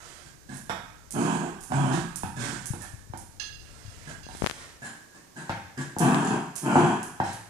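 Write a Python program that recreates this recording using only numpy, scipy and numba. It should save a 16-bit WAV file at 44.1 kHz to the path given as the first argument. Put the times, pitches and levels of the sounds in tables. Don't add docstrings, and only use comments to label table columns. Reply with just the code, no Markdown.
import sys
import numpy as np
from scipy import signal
from scipy.fft import rfft, irfft
from scipy.io import wavfile
from scipy.ndimage import uniform_filter1d
from numba import njit

SR = 44100
rng = np.random.default_rng(int(sys.argv[2]) if len(sys.argv) > 2 else 0)


def output_pcm(signal):
    pcm = np.clip(np.atleast_2d(signal).T, -1, 1) * 32767
    wavfile.write(sys.argv[1], SR, np.round(pcm).astype(np.int16))


N = 330617
TIME = np.arange(N) / SR

# start, length and rise time in seconds;
# throat, mouth and hiss levels in dB; sag in dB per second; surge start in seconds; surge and extra
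# mouth opening in dB; base pitch in Hz; roughness from 0 to 1; throat shift in octaves; hum offset in dB.
GROWLS = [(1.13, 0.36, 0.018, -23.5, -33.5, -43.5, 33, 1.24, 1, 4.5, 162.4, 0.21, 0.1, -7.5),
          (1.69, 0.3, 0.022, -27.5, -35, -49, 3, 1.925, 2.5, -5.5, 146.5, 0.25, -0.057, -8),
          (5.996, 0.4007, 0.0091, -20, -29.5, -41.5, 42, 6.28, 6, 1, 168.2, 0.18, 0.045, -13.5),
          (6.612, 0.33, 0.035, -25, -33.5, -47, 8, 6.738, 7.5, -2.5, 146.2, 0.35, 0.11, -10)]
# start and length in seconds,
# throat and nose levels in dB, starting pitch of the whistle in Hz.
SNORTS = [(0.253, 0.021, -49.5, -55.5, 1640), (0.485, 0.089, -41.5, -51.5, 1684),
          (2.356, 0.22, -37, -46, 1658), (2.797, 0.075, -55.5, -51, 1763), (4.068, 0.051, -43, -47.5, 1660),
          (4.815, 0.075, -48, -49, 1663), (5.138, 0.042, -52.5, -59.5, 1720),
          (5.355, 0.087, -44, -51.5, 1600), (5.768, 0.059, -35, -46.5, 1697)]
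# frequency in Hz, width in Hz, level in dB.
THROAT_RESONANCES = [(160.2, 93, -0.3), (237.5, 167, -2), (348, 169, -4.5)]
MOUTH_RESONANCES = [(686, 123, 3), (778, 163, 0), (956, 150, 3.5), (1226, 112, -6), (1541, 155, -3.5),
                    (2550, 410, -16), (3224, 210, -15.5)]
NOSE_RESONANCES = [(830, 450, 4.5), (1672, 307, 3.5), (2930, 3900, -8.5)]
# start in seconds, level in dB, boom and slap offsets in dB.
KNOCKS = [(0.696, -32.5, 0.5, 21), (1.72, -18, -10.5, -2), (2.234, -21.5, -6, 4.5), (2.735, -35.5, 5.5, 12),
          (3.136, -25, -10, -4), (4.288, -34.5, -9.5, -2), (5.495, -26, -3, 14.5), (5.965, -27, -1.5, -6),
          (6.756, -8.5, -15, -16), (7.201, -14.5, -9, -4.5), (7.2085, -32, -13, -11)]
# start in seconds, level in dB, landing in seconds.
CLAW_LANDINGS = [(0.544, -17.5, 0.014), (1.108, -10.5, 0.01), (1.608, -14.5, 0.019), (2.159, -13.5, 0.0036),
                 (2.658, -11.5, 0.0067), (2.82, -19, 0.0056), (3.175, -17, 0.008), (4.331, -21, 0.047),
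                 (5.986, -6.5, 0.0072), (6.556, -9, 0.013), (7.0304, -18.5, 0.004), (7.332, -23.5, 0.0039)]
# start and length in seconds, level in dB, fade in dB per second (minus grows).
SKIDS = [(0.0, 0.28, -50.5, 24), (1.92, 0.058, -36.5, 3), (2.391, 0.14, -41, 6), (3.6, 0.55, -60.5, -11),
         (4.285, 0.41, -51.5, 2.5), (7.233, 0.13, -44, 80)]
# start in seconds, level in dB.
PAW_THUDS = [(2.239, -18), (2.704, -13.5), (2.936, -26.5), (3.098, -25.5), (3.849, -29), (3.878, -29)]
CLINKS = [(3.398, -27.5), (3.861, -47), (4.232, -42)]
# frequency in Hz, level in dB.
BOARD_NOTES = [(105, -9), (190, -6), (320, -4), (790, 3), (930, 0), (1180, -8), (1600, -8.5)]
METAL_NOTES = [(1665, -9), (2763, -5), (3362, -9.5), (4285, -10.5), (4945, -5), (6255, -6)]
# frequency in Hz, gain in dB.
BREATH_TONE = [(1500, 1), (3000, -1), (5800, 1), (6900, 10.5), (9400, 6.5), (11500, -11), (15000, -111)]
CLOTH_TONE = [(150, -9.5), (950, 6.5), (1400, -3.5), (2200, -7.5), (8000, -20), (14000, -35)]
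CLAW_TONE = [(4000, -15.5), (6300, -2), (10000, 2.5), (15000, -23.5)]
SKID_TONE = [(400, 19), (900, 15.5), (1750, 18), (2400, 12), (8800, 13.5), (15000, -16.5)]
ROOM_TONE = [(30, -11), (300, -2.5), (600, -8.5), (1700, -14.5), (3000, -19), (6500, -11.5), (15000, -25)]
# frequency in Hz, gain in dB.
PORT_COVERED = [(100, 2.5), (1000, -7), (2800, -18), (7000, -25), (15000, -24)]
PORT_FREED = [(100, 3), (2800, -1), (7000, -13.5), (15000, -20.5)]
# time in seconds, level in dB, width in seconds.
FINGER_POPS = [(4.267, -23.5, 0.0004), (4.351, -22, 0.0003), (4.4219, -4, 0.00029), (4.4389, -5, 0.0018),
               (4.444, -4.5, 0.00018), (4.4633, 1.5, 0.000059), (4.4714, -2.5, 0.000049),
               (4.498, -6, 0.000044), (4.5118, -6.5, 0.00004), (6.146, -4.5, 0.000053)]
# time in seconds, level in dB.
HAND_RUMBLE = [(0, -54), (4.4, -45.5), (5, -67), (6.5, -60)]
# frequency in Hz, seconds to fade by 60 dB, level in dB,
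# likeness of left and right (1 is the same).
ROOM_ECHO = [(93, 0.73, 1, 0.91), (247, 0.53, -0.5, 1), (770, 0.62, 6.5, 0.67), (1700, 0.94, 10.5, 0),
             (10100, 0.68, 8, 0.81)]


def dog(throat_db=-1, nose_db=-4, snort_hiss_db=-2, gust_db=3, rasp=0.7, leak=0.11,
        bend_octaves=0.11, jaw_octaves=0.064):
    (throat_gain, mouth_gain, air_gain, hum_gain), pitch_hz, roughness, shift = growl_controls()
    shake = wander()
    bend = bend_octaves * shake
    pitch_hz = pitch_hz * 2 ** bend
    slaps, puffs = vocal_folds(pitch_hz, roughness)
    hum = cut(np.sin(2 * np.pi * np.cumsum(pitch_hz) / SR), 139, "high", order=6)
    buzz = slaps + rasp * puffs * noise()
    throat = resonate(buzz, THROAT_RESONANCES, shift + bend)
    throat = evened(cut(cut(throat, 430, "low", order=6), 132.7, "high", order=6))
    mouth = evened(resonate(buzz, MOUTH_RESONANCES, jaw_octaves * shake))
    nose = evened(resonate((puffs + 1) * noise(), NOSE_RESONANCES, jaw_octaves * shake / 2))
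    hiss = evened(coloured((puffs + leak) * noise(), BREATH_TONE))
    hiss *= from_db(gust_db * wander())
    voice = from_db(throat_db) * throat_gain * throat + mouth_gain * mouth + hum_gain * hum
    breath = air_gain * (hiss + from_db(nose_db) * nose)
    return voice + breath + snorts(throat, nose + from_db(snort_hiss_db) * hiss)


def growl_controls(release_s=0.051, surge_rise_s=0.036, octaves_per_db=0.205):
    gains = np.zeros((4, N))
    pitch_hz, roughness, shift_octaves = np.full(N, 133.5), np.full(N, 0.3), np.full(N, -0.18)
    for (start, length_s, rise_s, throat_db, mouth_db, hiss_db, sag,
         surge_start, surge_db, opening_db, base_hz, rough, octaves, hum_db) in GROWLS:
        span = (TIME >= start) & (TIME < start + length_s + 2 * release_s)
        t = TIME[span] - start
        tug = np.maximum(TIME[span] - surge_start, 0) / surge_rise_s
        surge = (tug * np.exp(1 - tug)) ** 2
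        effort_db = surge_db * surge - sag * t
        levels_db = [throat_db + effort_db,
                     mouth_db + 0.95 * effort_db + opening_db * surge,
                     hiss_db + 0.86 * effort_db,
                     throat_db + hum_db + effort_db]
        gains[:, span] = held(t, length_s, rise_s, release_s) * from_db(levels_db)
        pitch_hz[span] = base_hz * 2 ** (octaves_per_db * effort_db)
        roughness[span], shift_octaves[span] = rough, octaves
    return gains, pitch_hz, roughness, shift_octaves


def vocal_folds(pitch_hz, roughness, jitter=0.35, shimmer_db=9, flutter_hz=30, flutter_db=8, puff_s=0.0022):
    slaps, now, flutter = np.zeros(N), 0, 0
    for late, strong, slip in rng.standard_normal((1600, 3)).clip(-2, 2):
        i = min(int(now * SR), N - 1)
        slap_db = roughness[i] * (shimmer_db * strong + flutter_db * np.sin(flutter))
        add(slaps, now, from_db([slap_db]))
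        period = np.exp(jitter * roughness[i] * late) / pitch_hz[i]
        now += period
        flutter += 2 * np.pi * flutter_hz * period + slip / 2
    puffs = signal.lfilter([1], [1, -np.exp(-1 / (puff_s * SR))], slaps)
    return rms_one(slaps), rms_one(puffs)


def snorts(throat, breath, rise_s=0.0048, whistle_db=2, whistle_width_hz=62, sink_octaves_per_s=1):
    grunt_gain, breath_gain, whistles = np.zeros((3, N))
    t = TIME[:SR // 2]
    for start, length_s, throat_db, nose_db, hz in SNORTS:
        swell = (1 - np.exp(-(t / rise_s) ** 2)) * np.exp(-(t / length_s) ** 4)
        whistle = evened(resonate(noise()[:len(t)], [(hz, whistle_width_hz, 0)], -sink_octaves_per_s * t))
        add(grunt_gain, start, from_db(throat_db) * swell)
        add(breath_gain, start, from_db(nose_db) * swell)
        add(whistles, start, from_db(nose_db + whistle_db) * swell * np.exp(-t / length_s) * whistle)
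    return grunt_gain * throat + breath_gain * breath + whistles


def knocks(level_db=-2, boom_db=8, slap_db=14, slap_fade_s=0.04, ring_cycles=13, folds_per_s=800):
    out, t = np.zeros(N), TIME[:SR // 3]
    for start, knock_db, boom, slap in KNOCKS:
        notes = [(hz, db + (boom + boom_db) * (hz < 400), ring_cycles / hz) for hz, db in BOARD_NOTES]
        wood = struck(notes, t)
        folds = (rng.random(len(t)) < folds_per_s / SR) * rng.uniform(-1.94, 1, len(t))
        folds[0] = 1
        cloth = coloured(folds * from_db(slap + slap_db - 60 * t / slap_fade_s), CLOTH_TONE)
        add(out, start, from_db(knock_db + level_db) * (wood + cloth))
    return out


def smacks(level_db=1, hz=880, rise_s=0.0006, slap_share=0.25):
    out, t = np.zeros(N), TIME[:SR // 2]
    smack = np.cos(2 * np.pi * hz * t) * t / rise_s * np.exp(1 - t / rise_s)
    for start, knock_db, _, slap in KNOCKS:
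        add(out, start, from_db(knock_db + level_db + slap_share * slap) * smack)
    return out


def claws(level_db=4, ticks_per_s=300, scatter_db=-18, spread_db=7, sharp_s=0.0039):
    out, t = np.zeros(N), TIME[:SR // 5]
    for start, db, landing_s in CLAW_LANDINGS:
        swell = t / landing_s * np.exp(1 - t / landing_s)
        sizes = from_db(scatter_db + spread_db * rng.standard_normal(len(t)).clip(-2, 2))
        ticks = swell * sizes * (rng.random(len(t)) < ticks_per_s / SR) * rng.choice([-1, 1], len(t))
        ticks[0] = sharp_s / landing_s
        add(out, start, from_db(db + level_db) * ticks)
    return 2 * coloured(out, CLAW_TONE)


def skids(grain_db=7, grain_samples=40):
    gain, t = np.zeros(N), TIME[:SR]
    for start, length_s, db, fade in SKIDS:
        add(gain, start, held(t, length_s, rise_s=0.0012, release_s=0.082) * from_db(db - fade * t))
    scrape = noise()
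    grain_sizes = from_db(grain_db * rng.standard_normal(N // grain_samples + 1).clip(-2, 2))
    scrape *= np.repeat(grain_sizes, grain_samples)[:N]
    return gain * rms_one(coloured(scrape, SKID_TONE))


def paw_thuds(level_db=-1, soft_hz=75, hard_hz=130, ring_cycles=5):
    out, t = np.zeros(N), TIME[:SR // 5]
    for start, db in PAW_THUDS:
        hz = np.interp(db, [-35, -20], [soft_hz, hard_hz])
        swell = (1 - np.exp(-2 * hz * t)) * from_db(-60 * t * hz / ring_cycles)
        add(out, start, 2 * from_db(db + level_db) * swell * np.sin(2 * np.pi * hz * t))
    return out


def metal_clinks(rattle_db=-8, rattle_fade_s=0.04, strike_db=9, strike_fade_s=0.025, ring_fade_s=0.055):
    out, t = np.zeros(N), TIME[:SR // 2]
    for start, clink_db in CLINKS:
        rattle = cut(rng.standard_normal(len(t)), [600, 7000], "band")
        rattle *= from_db(rattle_db - 60 * t / rattle_fade_s)
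        strike = cut(noise()[:len(t)], [4200, 4900], "band") * from_db(strike_db - 60 * t / strike_fade_s)
        ring = struck([(hz, db, ring_fade_s) for hz, db in METAL_NOTES], t)
        add(out, start, from_db(clink_db) * (rattle + strike + ring))
    return out


def finger_muffle(x, off_at_s=4.463, slide_s=0.034):
    freed = np.clip((TIME - off_at_s) / slide_s + 0.5, 0, 1)
    return (1 - freed) * coloured(x, PORT_COVERED) + freed * coloured(x, PORT_FREED)


def handling_noise(rumble_band_hz=(24, 110), hiss_db=-65):
    pops, t = np.zeros(N), TIME[:SR // 100] - 0.005
    for centre_s, db, width_s in FINGER_POPS:
        add(pops, centre_s + t[0], -from_db(db) * np.exp(-np.abs(t) / width_s))
    rumble_gain = from_db(np.interp(TIME, *np.transpose(HAND_RUMBLE)))
    rumble = rumble_gain * rms_one(cut(noise(), rumble_band_hz, "band"))
    return cut(pops, 110, "high") + rumble + from_db(hiss_db) * noise()


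def living_room(x, spots=4, spots_per_s=3):
    out = 0
    for spot in range(spots):
        away = np.abs((spots_per_s * TIME - spot + spots / 2) % spots - spots / 2)
        share = np.cos(np.pi / 2 * np.minimum(away, 1))
        out = out + signal.fftconvolve((x * share)[None], reflections(), axes=1)[:, :N]
    return out


def reflections(first_s=0.00044, early_db=5, early_s=0.089):
    t, response = TIME[:SR * 2 // 3], 0
    edges_hz = 45 * 2 ** np.arange(0, 8.6, 0.5)
    white = rng.standard_normal((2, 2, len(t)))
    onset = np.clip(t / first_s - 0.5, 0, 1) * from_db(early_db * np.exp(-t / early_s))
    for k, (low, high) in enumerate(zip(edges_hz, edges_hz[1:])):
        fade_s, db, alike = (at_hz(ROOM_ECHO, np.sqrt(low * high), column) for column in (1, 2, 3))
        mid, side = cut(white[k % 2], [low, high], "band")
        stereo = np.sqrt(1 + alike) * mid + np.sqrt(1 - alike) * side * [[1], [-1]]
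        tail = rms_one(stereo * onset * from_db(-60 * t / fade_s))
        band_share = np.sqrt(2 * (high - low) / SR / len(t))
        response = response + from_db(db) * band_share * tail
    return response


def room_tone(level_db=-54, left_db=-4):
    return np.array([from_db(level_db + db) * rms_one(coloured(noise(), ROOM_TONE)) for db in (left_db, 0)])


def resonate(x, resonances, shift_octaves):
    out, radians_per_hz = 0, 2 * np.pi / SR
    for k, (hz, width_hz, db) in enumerate(resonances):
        centre = radians_per_hz * hz * 2 ** shift_octaves
        width = radians_per_hz * 1.5 * width_hz
        ringing = moving_peak(moving_peak(x, centre, width), centre, width)
        out = out + (-1) ** k * from_db(db) * ringing
    return out


@njit
def moving_peak(x, centre, width):
    out, g = np.zeros(len(x)), 1 / (1 + np.tan(width / 2))
    for i in range(2, len(x)):
        feedback = 2 * g * np.cos(centre[i]) * out[i - 1] - (2 * g - 1) * out[i - 2]
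        out[i] = (1 - g) * (x[i] - x[i - 2]) + feedback
    return out


def struck(notes, t):
    return sum((-1) ** k * from_db(db + rng.normal() - 60 * t / fade_s) * np.sin(2 * np.pi * hz * t)
               for k, (hz, db, fade_s) in enumerate(notes))


def held(t, length_s, rise_s, release_s):
    since_release = np.maximum(t - length_s + release_s, 0)
    return (1 - np.exp(-(t / rise_s) ** 2)) * np.exp(-(since_release / release_s) ** 2)


def coloured(x, tone, size=4096):
    gains = from_db(at_hz(tone, np.arange(size // 2 + 1) * SR / size))
    cepstrum = irfft(np.log(gains))
    cepstrum[1:size // 2] *= 2
    cepstrum[size // 2 + 1:] = 0
    return signal.oaconvolve(x, irfft(np.exp(rfft(cepstrum))))[:len(x)]


def cut(x, hz, keep, order=2):
    return signal.sosfilt(signal.butter(order, hz, keep, fs=SR, output="sos"), x + 1e-18)


def at_hz(table, hz, column=1):
    table = np.array(table)
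    return np.interp(np.log(hz + 1e-9), np.log(table[:, 0]), table[:, column])


def wander(top_hz=14):
    return rms_one(cut(noise(), top_hz, "low"))


def evened(x):
    return x / np.sqrt(np.abs(uniform_filter1d(x ** 2, size=1800)) + 1e-12)


def rms_one(x):
    return x / np.sqrt(np.mean(x ** 2) + 1e-20)


def from_db(db):
    return 10 ** (np.asarray(db) / 20)


def noise():
    return rng.standard_normal(N)


def add(track, start_s, sound):
    start = max(0, round(start_s * SR))
    track[start:start + len(sound)] += sound[:max(0, N - start)]


def scene(direct_db=-1, claws_direct_db=3, thud_right_db=-10, left_delay_samples=6):
    play = dog() + knocks() + skids() + metal_clinks()
    ticks = claws()
    near = from_db(direct_db) * play + from_db(claws_direct_db) * ticks + smacks()
    direct = np.array([np.roll(near, left_delay_samples), near])
    thuds = paw_thuds() * from_db([[0], [thud_right_db]])
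    left, right = direct + thuds + room_tone() + living_room(play + ticks)
    return np.array([finger_muffle(left) + handling_noise(), right])


def record(dry, cutoff_hz=14600):
    return signal.sosfilt(signal.ellip(10, 0.1, 80, cutoff_hz, fs=SR, output="sos"), dry)


dry = scene()
out = record(dry)
output_pcm(out)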